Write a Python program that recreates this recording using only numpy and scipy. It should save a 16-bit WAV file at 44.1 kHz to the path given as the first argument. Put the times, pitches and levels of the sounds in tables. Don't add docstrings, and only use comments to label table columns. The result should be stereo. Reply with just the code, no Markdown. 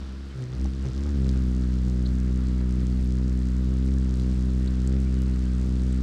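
import sys
import numpy as np
from scipy import signal
from scipy.fft import rfft, irfft, next_fast_len
from scipy.io import wavfile
from scipy.ndimage import uniform_filter1d

SR = 44100
rng = np.random.default_rng(int(sys.argv[2]) if len(sys.argv) > 2 else 0)


def waveform_to_disk(signal):
    frames = np.transpose(np.atleast_2d(signal))
    scaled = np.clip(frames, -1, 1) * 32767
    samples = np.round(scaled).astype(np.int16)
    wavfile.write(sys.argv[1], SR, samples)


def how_loud(loudness_db):
    steps = np.asarray(loudness_db, float) / 20
    return 10 ** steps


N = 265482
T = np.arange(N) / SR
PAN_DB = -2.5

# start_s (middle of the puff), length_ms, extra_db
GUSTS = [
    (.40, 35, 8),
    (.55, 37, 13),
    (.655, 4.3, 19),
    (.86, 14, 16),
    (.90, 13, 4),
    (1.0, 22, 3),
    (1.07, 21, 10.5),
    (1.36, 14, 7.5),
    (2.62, 20, 7),
    (4.5, 33, 0),
]


def curve(table):
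    s, *columns = np.transpose(table)
    return [np.interp(T, s, column) for column in columns]


def bumps(table):
    return sum(height * np.exp(-.5 * ((T - s) * 1000 / ms) ** 2) for s, ms, height in table)


def unit(x):
    return x / np.sqrt(np.mean(x ** 2))


def shape(x, gain):
    size = next_fast_len(N)
    hz = np.arange(size // 2 + 1) * SR / size + 1
    return irfft(rfft(x, size) * gain(hz), size)[..., :N]


def spectrum(table, column=1):
    rows = np.transpose(table)
    return lambda hz: np.interp(np.log(hz), np.log(rows[0]), rows[column])


def bell(centre_hz, width_hz):
    return lambda hz: 1 / np.sqrt(1 + ((hz - centre_hz ** 2 / hz) / width_hz) ** 2)


def walk(rate_hz):
    hold = int(SR / rate_hz)
    steps = np.repeat(rng.standard_normal(N // 200)[:N // hold + 1], hold)
    return unit(uniform_filter1d(uniform_filter1d(steps, hold), hold)[:N])


def sides(x, pan_db):
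    return x * how_loud(np.array([pan_db / 2, -pan_db / 2]).reshape(2, -1))


def garden():
    # pitch_hz, level_db per Hz, likeness of the two sides (0-1)
    hiss = [(20.2, -25, .951), (43, -7.5, 0.8), (148, -5, 1), (393, -14.5, 0.74), (760, -23.6, 0.5),
            (1335, -18.5, 0.76), (2050, -24.5, 0.52), (2360, -26, 0.3), (4800, -28, 0.77),
            (7160, -37.5, 0.65), (9100, -40, 1), (11801, -39.5, 0.51), (14001, -57, .61)]

    def like(hz):
        return np.clip(spectrum(hiss, column=2)(hz), 0, 1)

    out, swell = 0, walk(0.36)
    for centre_hz in 30 * 2. ** np.arange(10):
        def part(hz):
            octave = np.clip(1 - abs(np.log2(hz / centre_hz)), 0, 1) ** .5
            return octave * how_loud(spectrum(hiss)(hz))

        mid = shape(rng.standard_normal(N), lambda hz: part(hz) * np.sqrt(1 + like(hz)))
        side = shape(rng.standard_normal(N), lambda hz: part(hz) * np.sqrt(1 - like(hz)))
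        out = out + how_loud(0.65 * swell + 1.17 * walk(7)) * np.array([mid + side, mid - side])
    return unit(out) * how_loud(-47.5)


def chips():
    # start_s, length_s, level_db, top_hz, arch (share of the top pitch)
    calls = [
        (2.055, .015, -41, 4500, .16),
        (4.671, .014, -45, 4600, .22),
        (.296, .026, -56, 3100, .02),
        (.31, .04, -60, 2220, .03),
        (5.045, .045, -56, 2350, .04),
        (5.162, .015, -57, 2990, .01),
        (5.195, .028, -58, 2920, .01),
    ]
    out = np.zeros(N)
    for s, length_s, db, top_hz, arch in calls:
        u = np.arange(int(length_s * SR)) / (length_s * SR)
        hz = top_hz * (1 - arch * np.interp(u, [0, .25, .6, 1], [.6, 1, 0, 1.2]))
        turns = np.cumsum(uniform_filter1d(hz, 90)) / SR
        rattle = .3 * np.cos(2 * np.pi * 220 * u * length_s)
        breath = 1.6 * uniform_filter1d(rng.standard_normal(4000), 30)[:len(u)]
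        hoarse = 1 + rattle + breath
        voices = np.sin(2 * np.pi * turns) + arch * np.sin(2 * np.pi * .78 * turns)
        i = int(s * SR)
        out[i:i + len(u)] += how_loud(db) * np.sin(np.pi * u) ** 0.7 * hoarse * voices
    echo = np.array([np.roll(out, 1100), np.roll(out, 1400)])
    return sides(out, -1.5) + how_loud(-15) * echo


def snaps():
    # start_s, peak level_db, pitch_hz, length_ms, pan_db (left minus right)
    clicks = [(.5515, -39, 4700, .25, -2), (.6138, -37, 5100, .3, -2), (.6443, -38, 5000, .3, -2),
              (.659, -40, 5800, .4, -2), (.865, -44, 6100, .8, -1), (1.2452, -38, 3600, .2, 0),
              (1.2922, -28, 4600, .16, 0), (2.7095, -42, 9000, .12, 0), (3.046, -37, 11000, .15, 0),
              (3.8555, -39, 10500, .12, 0), (4.0936, -40, 6500, .15, 0), (4.1983, -31, 3600, .12, 0),
              (4.2125, -42, 4800, .3, 0), (4.8752, -27, 7600, .16, 0), (5.2195, -35, 11800, .15, 0),
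              (5.9263, -37, 8000, .3, 1)]
    out, t = np.zeros((2, N)), np.arange(-400, 400) / SR
    middle = len(t) // 2
    for s, db, hz, ms, pan_db in clicks:
        crackle = np.diff(rng.standard_normal(len(t) + 1))
        crackle[middle:middle + 4] += [5, 3, -6, -4]
        gate = np.exp(-np.where(t < 0, -1.6 * t, t) * 1000 / (1.3 * ms))
        click = how_loud(db) * gate * (np.cos(2 * np.pi * hz * t) + 0.15 * crackle)
        i = int(s * SR) - middle
        out[:, i:i + len(t)] += sides(click, pan_db)
    return out


def feathers(turns, hz, flick_db, slap_db):
    reversals = [
        (.54, .075, 9.5, 2, 5700, .16, .3, 0),
        (.55, .1, -1, 4, 11800, .06, .3, 0),
        (.09, .5, -4, 2.8, 3900, .2, .6, 0),
        (.52, .45, -3, 2.5, 1450, .12, .4, 1),
        (.08, 1.1, -7, 2.5, 1700, .15, .8, 1),
    ]
    facing = [(0, .82), (.7, .85), (1.1, .88), (1.4, 1), (3.5, 1.05), (4.6, 1.15), (6.02, 1.15)]
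    brightness = curve(facing)[0]
    rustle = unit(shape(rng.standard_normal((2, N)), bell(7360, 6010)))
    out = how_loud(flick_db - 7) * rustle
    beat = np.floor(turns + .25).astype(int)
    for place, ms, db, scatter_db, centre_hz, spread, noisy, follows in reversals:
        early, size, pitch, lean = rng.standard_normal((600, 4))[beat].T
        off_s = (turns - beat - place + 0.0059 * early) / hz
        loud_db = (flick_db, slap_db)[int(round(follows))] + 14 + db
        loud_db = loud_db + scatter_db * np.clip(size, -3, 1.3)
        gate = np.exp(-.5 * (1000 * off_s * brightness ** 2 / ms) ** 2) * how_loud(loud_db)
        ring_hz = centre_hz * brightness * 2 ** (spread * pitch)
        ring = np.cos(2 * np.pi * ring_hz * off_s + 2 * lean)
        noise = shape(rng.standard_normal((2, N)), lambda f: bell(centre_hz, .8 * centre_hz)(f) ** 2)
        noise = unit(noise)
        flick = sides((1 - noisy) * ring + noisy * noise[0], 1.3 * lean + .4)
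        width = 0.26 * noisy * noise[1] * np.array([[1], [-1]])
        out = out + gate * (flick + width)
    return out


def wake(loud_db):
    # pitch_hz, level_db per Hz
    thrown_air = [(30, -6), (100, -4), (250, -7.5), (450, -22.5), (800, -31.5), (1500, -46)]
    air = unit(shape(rng.standard_normal(N), lambda hz: how_loud(spectrum(thrown_air)(hz))))
    rush = unit(shape(rng.standard_normal(N), lambda hz: bell(420, 450)(hz) ** 2))
    gust = bumps([(s, ms, how_loud(db)) for s, ms, db in GUSTS])
    steady = air * how_loud(-18.0 + 2.0 * walk(13))
    return sides(how_loud(loud_db) * (steady + rush * gust * how_loud(-33.5)), PAN_DB)


def heard(near_db, degrees, settled):
    beams = [
        (1, -28.5, 1, -0.5),
        (-23, 5, 0.9, -1),
        (-10, -25.5, 0.56, 2),
        (-14.5, -11.5, -1, 3.5),
        (-5.5, -3.5, 1, -4),
        (-26.5, 0.5, 0.69, 1),
    ]
    angle = np.radians(np.clip(degrees, 0, 90))
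    levels_db = []
    for face_db, side_db, sign, extra_db in beams:
        pressure = how_loud(face_db) * np.cos(angle) + sign * how_loud(side_db) * np.sin(angle)
        levels_db.append(near_db + extra_db * settled + 20 * np.log10(abs(pressure) + 0.0081))
    return levels_db


def hum(turns, levels_db):
    upper_overtones = [(5, -13), (6, -11.5), (7, -23.5), (8, -21), (9, -33), (10, -30.5), (11, -39.5),
                       (12, -37)]
    trough, edge = .375, .296
    rows = list(enumerate(levels_db[:4], 1))
    rows += [(k, levels_db[5 - int(k) % 2] + db) for k, db in upper_overtones]
    out, snap = 0, walk(25.075)
    for k, db in rows:
        waver = how_loud(min(0.16 * (k - 1), 2.5) * snap + min(0.078 * k, 1.5) * walk(21.83))
        if k == 1:
            lag = 0
        elif k < 6:
            lag = k * trough - .5
        else:
            lag = k * edge - .25
        wave = np.cos(2 * np.pi * (k * turns - lag + 0.0077 * k * walk(20)))
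        out = out + sides(waver * how_loud(db + 2.5) * wave, PAN_DB - 0.57 * min(k - 1, 6))
    return out


def hummingbird():
    # start_s, wing-beat rate_hz
    beat_rate = [(0.0, 68.57), (0.1, 65.26), (0.24, 68.76), (0.35, 66.62), (0.45, 62.04), (0.55, 63.61),
                 (0.66, 65.39), (0.84, 66.83), (0.91, 63.35), (0.97, 67.28), (1.08, 72.5), (1.16, 69.33),
                 (1.2, 63.22), (1.47, 62.64), (6.02, 62.3)]
    # start_s, level_db
    nearness = [(0, -34.5), (.24, -36.5), (.35, -38), (.43, -33.5), (.48, -40.5), (.54, -34), (.6, -26.5),
                (.66, -24.5), (.75, -31.5), (.84, -27), (.91, -32.5), (.97, -27), (1.08, -26.5), (1.2, -24),
                (1.5, -24), (6.02, -24.5)]
    # start_s (middle), length_ms, angle_degrees
    swings = [(.12, 31, 4.9), (.27, 25, 4.5), (.385, 28, 63), (.432, 19, 66), (.49, 28, 72), (.54, 12, 37),
              (.665, 12, 5.4), (.755, 25, 18), (.885, 20.5, 62), (.96, 18, 5.8), (1.02, 15, 6.7),
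              (1.24, 29, 5.9)]
    # start_s (middle), length_ms, faster by rate_hz
    surges = [(1.279, 105, 2.28), (1.689, 140, 0.44), (2.362, 140, 0.8), (2.995, 30, 0.76),
              (3.221, 126, 0.9), (3.667, 76, 1.2), (3.928, 117, 3.38), (4.298, 47, 1.11),
              (4.591, 140, 1.51), (4.938, 72, 2.73), (5.171, 140, 2.16), (5.669, 139, 0.96),
              (6.041, 140, 1.63)]
    (hz,), (near_db,) = curve(beat_rate), curve(nearness)
    effort, swing_deg = bumps(surges), bumps(swings)
    hz, near_db = hz + effort, near_db + 0.52 * effort
    settled = .5 + .5 * np.tanh((T - 1.134) * 1000 / 15)
    hover_deg = 10.3 + 0.5 * effort + 1.8 * walk(12)
    levels_db = heard(near_db, swing_deg + settled * hover_deg, settled)
    turns = .227 + np.cumsum(hz) / SR + 0.0078 * walk(25)
    far_db = np.minimum(near_db + 27.5, 0)
    flick_db = -60.1 + far_db + 0.081 * swing_deg + 0.45 * T
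    gust_db = uniform_filter1d(bumps(GUSTS), size=2000)
    slap_db = -62 + .5 * far_db + 0.68 * gust_db + 1.4 * effort
    loud_db = np.maximum(levels_db[0], levels_db[1])
    return hum(turns, levels_db) + wake(loud_db) + feathers(turns, hz, flick_db, slap_db)


def scene():
    return garden() + chips() + snaps() + hummingbird()


def low_pass(x):
    return signal.sosfilt(signal.butter(12, 15000, fs=SR, output="sos"), x)


def record(dry):
    # pitch_hz, width_hz, level_db
    case_dip = (10291, 1280, -8.5)
    dip_hz, width_hz, dip_db = case_dip

    def camera(hz):
        notch_db = dip_db * np.exp(-((hz - dip_hz) / width_hz) ** 2)
        shelf_db = -4.6 * np.clip((hz - 9000) / 1500, 0, 1)
        roll_db = -11 * np.maximum(hz - 11500, 0) / 1500
        return how_loud(notch_db + shelf_db + roll_db)

    return low_pass(shape(dry, camera))


dry = scene()
out = record(dry)
waveform_to_disk(out)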